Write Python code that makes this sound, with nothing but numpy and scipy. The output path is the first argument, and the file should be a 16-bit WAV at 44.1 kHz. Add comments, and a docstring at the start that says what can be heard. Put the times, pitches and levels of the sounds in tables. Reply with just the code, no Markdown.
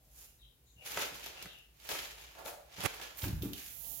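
"""Over low room tone, small birds twitter outside as a fox cub starts rooting through the litter of a
plastic tray in a small bare room. Each stroke is a cloud of grains that crunch, hiss and rattle the tray;
paws knock and drag, claws and pellets click. Near 2.8 s something brushes the right microphone. Then the
cub leaps out in a spray of fine litter and thumps onto the floor, which rings low. A long, airy swish
swells beside the right microphone at the end."""
import sys
import numpy as np
from scipy import signal
from scipy.fft import rfft, irfft
from scipy.io import wavfile
from scipy.ndimage import uniform_filter1d

SR = 44100
rng = np.random.default_rng(int(sys.argv[2]) if len(sys.argv) > 2 else 0)


def persist_wave(psi):
    """Save psi, clipped to +-1, as 16-bit WAV."""
    counts = np.round(np.clip(psi, -1, 1) * 32767).astype(np.int16)
    wavfile.write(sys.argv[1], SR, np.atleast_2d(counts).T)


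N = 176400

# EQ curves of the room tone: rumble and hiss (frequency [Hz], gain [dB])
AIR_RUMBLE_EQ = [(25, -23), (40, -7), (55, 5), (70, -1.5), (90, -14), (130, -8.5), (200, -23.5),
                 (500, -26.5), (1500, -51), (6000, -53)]
AIR_HISS_EQ = [(200, 1), (500, -5.5), (1200, -11), (3000, -8), (5000, -10.5), (8200, -12.5), (13000, -6),
               (16000, -9)]
# bird twitters (time [s], length [s], pitch [Hz], sweep [share of pitch], level [dB])
TWITTERS = [(0.25, 0.054, 2820, 0.0422, -72), (0.38, 0.094, 3780, 0.031, -66.5),
            (0.408, 0.059, 3350, 0.096, -62.5), (0.638, 0.12, 6800, 0.083, -71.5),
            (0.654, .06, 3900, 0.062, -70.5), (0.76, 0.073, 2810, .035, -59.5), (.8, 0.05, 2550, 0.11, -60),
            (1.351, 0.061, 2750, 0.0545, -51.5), (1.448, 0.08, 3500, 0.1264, -54.5),
            (1.44, .2, 2790, .06, -59), (0.471, 0.0406, 3266, 0.1045, -71.5)]
# close brushes (peak time [s], rise [s], fall [s], rumble [dB], scratch [dB], hiss [dB])
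BRUSHES = [(2.788, 0.0117, 0.0148, -43, -49, -64), (2.838, 0.0015, .006, -35.5, -39, -31),
           (2.861, .024, .011, -30, -22, -33)]
# EQ curves of the close rubbing (frequency [Hz], gain [dB])
RUMBLE_EQ = [(25, -20), (60, -5), (110, 7), (250, -6.5), (600, -28.5)]
SCRATCH_EQ = [(100, -3), (350, 3.5), (900, 2), (1500, 1.5), (2100, 4), (4000, -9.5), (7000, -13.5),
              (10000, -6.5), (16000, -23)]
SWISH_EQ = [(60, -1.5), (200, -5), (400, -14.5), (750, -8.5), (1300, -21), (2200, -19.5), (3200, -13),
            (5000, -13.5), (7200, -4), (8200, -14), (10000, -1.5), (13500, 3.5), (16000, -1)]
# resonances of the floor and the plastic tray (frequency [Hz], level [dB], time to fall 60 dB [s])
FLOOR_MODES = [(56, -11, 0.24), (80, -3.5, 0.203), (108, -3, 0.2), (120.4, -4, 0.164), (182.8, -4.5, 0.19),
               (283.1, -4, 0.123), (294.9, -2, .22), (343, -7.5, 0.123), (419.5, -6.5, 0.087)]
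TRAY_MODES = [(467.6, -0.5, 0.138), (590.6, 0.5, 0.124), (713, -19, 0.115), (786, -6, 0.066),
              (943, 0.5, 0.056), (1164, -15.5, 0.044), (1317, -4, 0.037), (1687, 7.5, 0.13),
              (2000, 3.5, .07), (2220, 2.5, 0.076), (2470, 9, 0.02)]
# paw drags on bare plastic (peak time [s], rise [s], fall [s], level [dB])
DRAGS = [(.05, 0.113, 0.16, -74), (.82, 0.056, 0.16, -63.5), (2.385, 0.048, 0.2, -56),
         (2.47, .02, 0.091, -48.5), (2.54, 0.073, 0.12, -54.5), (2.62, 0.037, 0.12, -64.5)]
# litter flung by the leap (time [s], decay [s], level [dB])
SPRAYS = [(3.172, 0.066, -41.5), (3.232, 0.022, -40), (3.423, 0.034, -43)]
# pellet and claw ticks (time [s], level [dB], pan left minus right [dB])
CLICKS = [(.919, -39, 4), (1.144, -41, -4), (1.241, -39.5, -5), (1.261, -36.5, -0.5), (1.328, -63, 6),
          (1.425, -36, -0.5), (1.586, -53, 4.5), (1.8, -52, -6.5), (1.89, -30.5, 1), (2.459, -40.5, 16),
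          (2.806, -36, -1.5), (2.944, -54.5, -11), (3.014, -40, -7), (3.173, -50, -10), (3.22, -35.5, -11),
          (3.282, -39.5, -2), (3.422, -36.5, -2.5), (3.533, -33, -3), (3.846, -47, 5.5)]
# paw hits on the tray (time [s], level [dB])
KNOCKS = [(.955, -49), (.973, -30), (.996, -41), (1.023, -39.5), (1.124, -56), (1.263, -45), (1.457, -44.5),
          (1.89, -38), (1.952, -43), (2.461, -41.5), (2.48, -43.5), (2.857, -35), (2.998, -45), (3.24, -36)]
# paws landing (time [s], level [dB], contact pitch [Hz])
FOOTFALLS = [(0.759, -65, 118), (0.965, -55.5, 149), (1.12, -60, 170), (1.449, -56.5, 176),
             (1.921, -61, 150), (2.781, -52, 149.5), (3.23, -36.5, 108), (3.253, -42, 281),
             (3.277, -39.5, 134), (3.328, -35, 121.4), (3.348, -38, 88.8), (3.417, -38.5, 140),
             (3.432, -42.5, 389.5), (3.449, -39.5, 283.5), (3.5, -52, 100)]
# strokes through the litter
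# (peak time [s], rise [s], fall [s], tray [dB], crunch [dB], hiss [dB], hiss pan left minus right [dB])
STROKES = [(.19, 0.126, 0.19, -71, -74, -54, -3), (0.251, 0.186, 0.03, -72, -62, -54.5, 0),
           (0.868, 0.036, 0.27, -54, -44, -44, -3.5), (.93, 0.084, 0.13, -52, -48, -51, 0.5),
           (0.984, 0.063, 0.1268, -42, -38.5, -44.5, -1), (1.019, 0.078, 0.0625, -47.5, -37.5, -39.5, 0),
           (1.16, 0.066, 0.1437, -54.5, -48.5, -51, -2), (1.256, .08, 0.11, -59, -47.5, -55.5, -3),
           (1.442, 0.343, 0.0287, -54.5, -50.5, -59, -1), (1.52, .1, .25, -72, -66, -66, -6),
           (1.85, .1, 0.5144, -62.5, -54.5, -55, -5), (1.91, 0.053, 0.232, -45.5, -41.5, -43, 0.5),
           (1.96, 0.036, 0.2834, -75.5, -44.5, -49.5, 1), (2.2, 0.23, 0.44, -63, -56, -63, -2.5),
           (2.383, 0.0462, 0.1838, -50.5, -58, -59.5, 5), (2.482, 0.042, 0.0537, -45.5, -47, -42.5, 0.5),
           (2.817, .11, 0.2529, -48, -42.5, -48.5, -3), (2.94, 0.036, 0.08, -53.5, -50.5, -53, -5.5),
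           (3.025, 0.0547, 0.1449, -49.5, -45, -51, -3), (3.191, 0.0232, 0.05, -65, -49, -49, -14.5),
           (3.241, 0.0936, 0.13, -50, -47.5, -44.5, 0), (3.449, 0.082, 0.1528, -55, -56, -52, -2),
           (3.58, 0.057, 0.16, -64, -50.5, -48.5, -1), (3.655, 0.07, .2, -79.5, -55.5, -50.5, 0),
           (3.715, .05, 0.02, -83, -60, -59.5, -3.5)]
# EQ curves of the cub's layers; the brushes share the hiss curve (frequency [Hz], gain [dB])
DRAG_EQ = [(300, -33.5), (520, -5.5), (620, 1), (790, -2.5), (950, -13.5), (1400, -27)]
SPRAY_EQ = [(6000, -24), (9000, -6), (12200, -10.5), (13000, 5), (16000, -2)]
CLICK_EQ = [(500, 6), (1500, -13), (3000, 9.5), (6000, 3), (8200, -4.5), (10000, 0), (14000, 6),
            (16000, -14)]
KNOCK_EQ = [(150, -32), (500, -4), (1400, 3), (2400, -1), (3200, -5.5), (4200, -12), (7000, -15),
            (15000, -30)]
THUD_EQ = [(30, -26), (60, -6.5), (120, 3), (400, 0.5), (600, -21.5), (2000, -31)]
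TRAY_EQ = [(50, -25), (110, -15), (200, -13.5), (320, -3.5), (450, -1), (600, 0), (800, 0.5), (1100, -3),
           (1500, -4.5), (3000, -27.5)]
CRUNCH_EQ = [(400, -22), (1000, -16), (1400, -6.5), (2300, 0.5), (3100, -0.5), (4000, -3.5), (6800, -7.5),
             (8200, -15.5), (15000, -46)]
HISS_EQ = [(2500, -19.5), (5000, -5), (7200, 1.5), (8200, -9.5), (9500, 0), (12000, 0.5), (13500, 2.5),
           (16000, -6.5)]


def amp(db):
    """Decibels to gain."""
    return 10 ** (np.asarray(db) / 20)


def unit(x):
    """Scale to rms 1."""
    return x / np.sqrt(np.mean(x ** 2))


def clock():
    """Time of every sample in seconds."""
    return np.arange(N) / SR


def noise():
    """White noise."""
    return rng.standard_normal(N)


def pan(db):
    """Left and right gains at constant power; positive leans left."""
    return unit(amp([[db / 2], [-db / 2]]))


def convolve(x, response):
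    """Play x through a response scaled to unit energy."""
    return signal.fftconvolve(x, response / np.sqrt(np.sum(response ** 2)))[:N]


def eq(x, curve, size=4096):
    """Minimum-phase EQ that keeps the power of white noise."""
    hz, db = np.array(curve, float).T
    bin_hz = np.arange(size // 2 + 1) * SR / size
    gain = amp(np.interp(np.log(bin_hz + 1), np.log(hz), db))
    cepstrum = irfft(np.log(gain))
    cepstrum[1:size // 2] *= 2
    cepstrum[size // 2 + 1:] = 0
    return convolve(x, irfft(np.exp(rfft(cepstrum))))


def ring(modes):
    """Decaying sines of a struck body."""
    t = clock()[:SR // 2]
    return sum(amp(db - 60 * t / t60) * np.sin(2 * np.pi * hz * t) for hz, db, t60 in modes)


def swell(peak, rise, fall):
    """Envelope that climbs to its peak and dies away, 20 dB in each given time."""
    t = clock() - peak
    return amp(-20 * np.minimum(np.maximum(-t / rise, t / fall), 10))


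def strike(start, decay_s):
    """Envelope with a hard attack and an exponential decay."""
    t = clock() - start
    return (t >= 0) * np.exp(-np.clip(t / decay_s, 0, 20))


def grains(per_s=2800, spread_db=6):
    """Dense tiny impacts of very uneven size."""
    impacts = (rng.random(N) < per_s / SR) * np.sign(noise())
    return unit(impacts * amp(spread_db * np.clip(noise(), -2, 2)))


def room(x, wet_db, low_t60_s=0.52, treble_t60_s=0.34, predelay_s=0.0026):
    """Bare walls answer differently at each microphone; the treble dies first."""
    t = clock()[:SR]
    out = []
    for side in np.broadcast_to(x, (2, N)):
        wash = rng.standard_normal(SR)
        low = signal.sosfilt(signal.butter(1, 4000, fs=SR, output="sos"), wash)
        tail = low * amp(-60 * t / low_t60_s) + (wash - low) * amp(-60 * t / treble_t60_s)
        out.append(side + amp(wet_db) * convolve(side, tail * (t > predelay_s)))
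    return np.array(out) / np.hypot(1, amp(wet_db))


def room_tone():
    """A steady bed: centred rumble under a faint, wide hiss."""
    rumble = eq(noise(), AIR_RUMBLE_EQ)
    hiss = np.array([eq(noise(), AIR_HISS_EQ) for _ in range(2)])
    return amp(-65) * rumble + amp(-70) * hiss


def birds(trill_hz=37.36, trill_depth=0.972, waver_depth=0.5, blur_t60_s=0.33):
    """Twitters of rapid downward sweeps, off to the left and blurred by distance."""
    t, calls = clock(), 0
    for start, length, pitch_hz, sweep, db in TWITTERS:
        progress = np.clip((t - start) / length, 0, 1)
        envelope = np.sqrt(2 * np.abs(np.sin(np.pi * progress)))
        waver = unit(uniform_filter1d(noise(), size=60))
        sawtooth = 1 - 2 * (trill_hz * (t - start) % 1)
        hz = pitch_hz * (1 + sweep * (trill_depth * sawtooth + waver_depth * waver))
        calls += amp(db) * envelope * np.sin(2 * np.pi * np.cumsum(hz) / SR)
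    tail = strike(0, blur_t60_s / np.log(1000))
    return np.array([convolve(calls, noise() * tail) for _ in range(2)]) * pan(db=5)


def swish():
    """A smooth, airy rub swells beside the right microphone."""
    rub = np.array([eq(noise(), SWISH_EQ) for _ in range(2)])
    return amp(-37) * rub * swell(peak=3.915, rise=0.49, fall=0.62) * amp([[-21], [0]])


def brushes():
    """Dry rubbing close to the right microphone: rumble, scratch and hiss."""
    rumble = scratch = hiss = 0
    for peak, rise, fall, rumble_db, scratch_db, hiss_db in BRUSHES:
        envelope = swell(peak, rise, fall)
        rumble += envelope * amp(rumble_db)
        scratch += envelope * amp(scratch_db)
        hiss += envelope * amp(hiss_db)
    rub = rumble * eq(noise(), RUMBLE_EQ) + eq(scratch * noise(), SCRATCH_EQ)
    rub += eq(hiss * noise(), HISS_EQ)
    return rub * amp([[-22], [0]])


def paw_drags():
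    """A dragging paw sticks and slips on bare plastic and makes the tray hum."""
    envelope = sum(amp(db) * swell(peak, rise, fall) for peak, rise, fall, db in DRAGS)
    return eq(grains() * envelope, DRAG_EQ)


def litter_sprays():
    """Fine litter flies off the leaping paws in a very bright patter on the right."""
    envelope = sum(amp(db) * strike(start, decay) for start, decay, db in SPRAYS)
    return eq(grains() * envelope, SPRAY_EQ) * pan(db=-13.5)


def clicks():
    """Bright ticks of single pellets and claws."""
    envelopes = sum(amp(db) * pan(pan_db) * strike(start, decay_s=0.0039) for start, db, pan_db in CLICKS)
    return np.array([eq(noise() * envelope, CLICK_EQ) for envelope in envelopes])


def tray(x):
    """The hollow plastic body colours what hits it and adds a short ring."""
    return eq(x, TRAY_EQ) + amp(-8) * convolve(x, ring(TRAY_MODES))


def paw_knocks():
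    """A paw drives litter against the tray: a hollow knock with a crack on top."""
    burst = noise() * sum(amp(db) * strike(start, decay_s=0.0044) for start, db in KNOCKS)
    return tray(burst) + amp(1) * eq(burst, KNOCK_EQ)


def floor_thumps(contact_cycles=0.456, contact_rise_s=0.0023):
    """Padded feet push on the floor; a harder contact wakes higher modes."""
    floor, out = unit(ring(FLOOR_MODES)), 0
    length = len(floor)
    t = clock()[:length]
    for start, db, hz in FOOTFALLS:
        thud = eq(noise() * strike(0, decay_s=0.0464), THUD_EQ)[:length]
        envelope = np.exp(-t * hz / contact_cycles) * (1 - np.exp(-t / contact_rise_s))
        contact = envelope * np.sin(2 * np.pi * hz * t)
        thump = signal.fftconvolve(floor + amp(-3.5) * unit(thud), contact)[:length]
        thump /= np.std(thump[:SR // 25])  # the first 40 ms set the level
        out += amp(db) * np.interp(clock() - start, t, thump, left=0, right=0)
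    return out


def digging(catch_per_s=110, catch_db=2):
    """Strokes catch and slip in the litter; grains rattle the tray, crunch and hiss."""
    catch_times = np.arange(0, 5, 1 / catch_per_s)
    flutter = np.interp(clock(), catch_times, noise()[:len(catch_times)])
    catch = unit(amp(catch_db * flutter))
    tray_power = crunch_power = hiss_power = 0
    for peak, rise, fall, tray_db, crunch_db, hiss_db, pan_db in STROKES:
        envelope = swell(peak, rise, fall)
        tray_power += (envelope * amp(tray_db)) ** 2
        crunch_power += (envelope * amp(crunch_db)) ** 2
        hiss_power += (envelope * amp(hiss_db) * pan(pan_db)) ** 2

    def cloud(power):
        return grains() * catch * np.sqrt(power)

    litter = [eq(cloud(crunch_power), CRUNCH_EQ) + eq(cloud(side), HISS_EQ) for side in hiss_power]
    rattle = [tray(cloud(tray_power)) for _ in range(2)]
    return np.array(litter) + np.array(rattle) * pan(db=-4.5)


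def scene():
    """The mix: the cub in the room, birds far off, close dry rubbing, room tone beneath."""
    cub = room(digging() + paw_drags() + litter_sprays(), wet_db=-4.5)
    cub += room(paw_knocks(), wet_db=-1.5)
    cub += room(clicks(), wet_db=-1)
    cub += room(floor_thumps(), wet_db=-12)
    return cub + birds() + brushes() + swish() + room_tone()


def record(dry, low_cut_hz=40, high_cut_hz=15900):
    """Roll off the deepest bass and cut the very top steeply."""
    low_cut = signal.butter(4, low_cut_hz, "high", fs=SR, output="sos")
    high_cut = signal.ellip(10, 0.2, 70, high_cut_hz, fs=SR, output="sos")
    return signal.sosfilt(high_cut, signal.sosfilt(low_cut, dry))


dry = scene()
out = record(dry)
persist_wave(out)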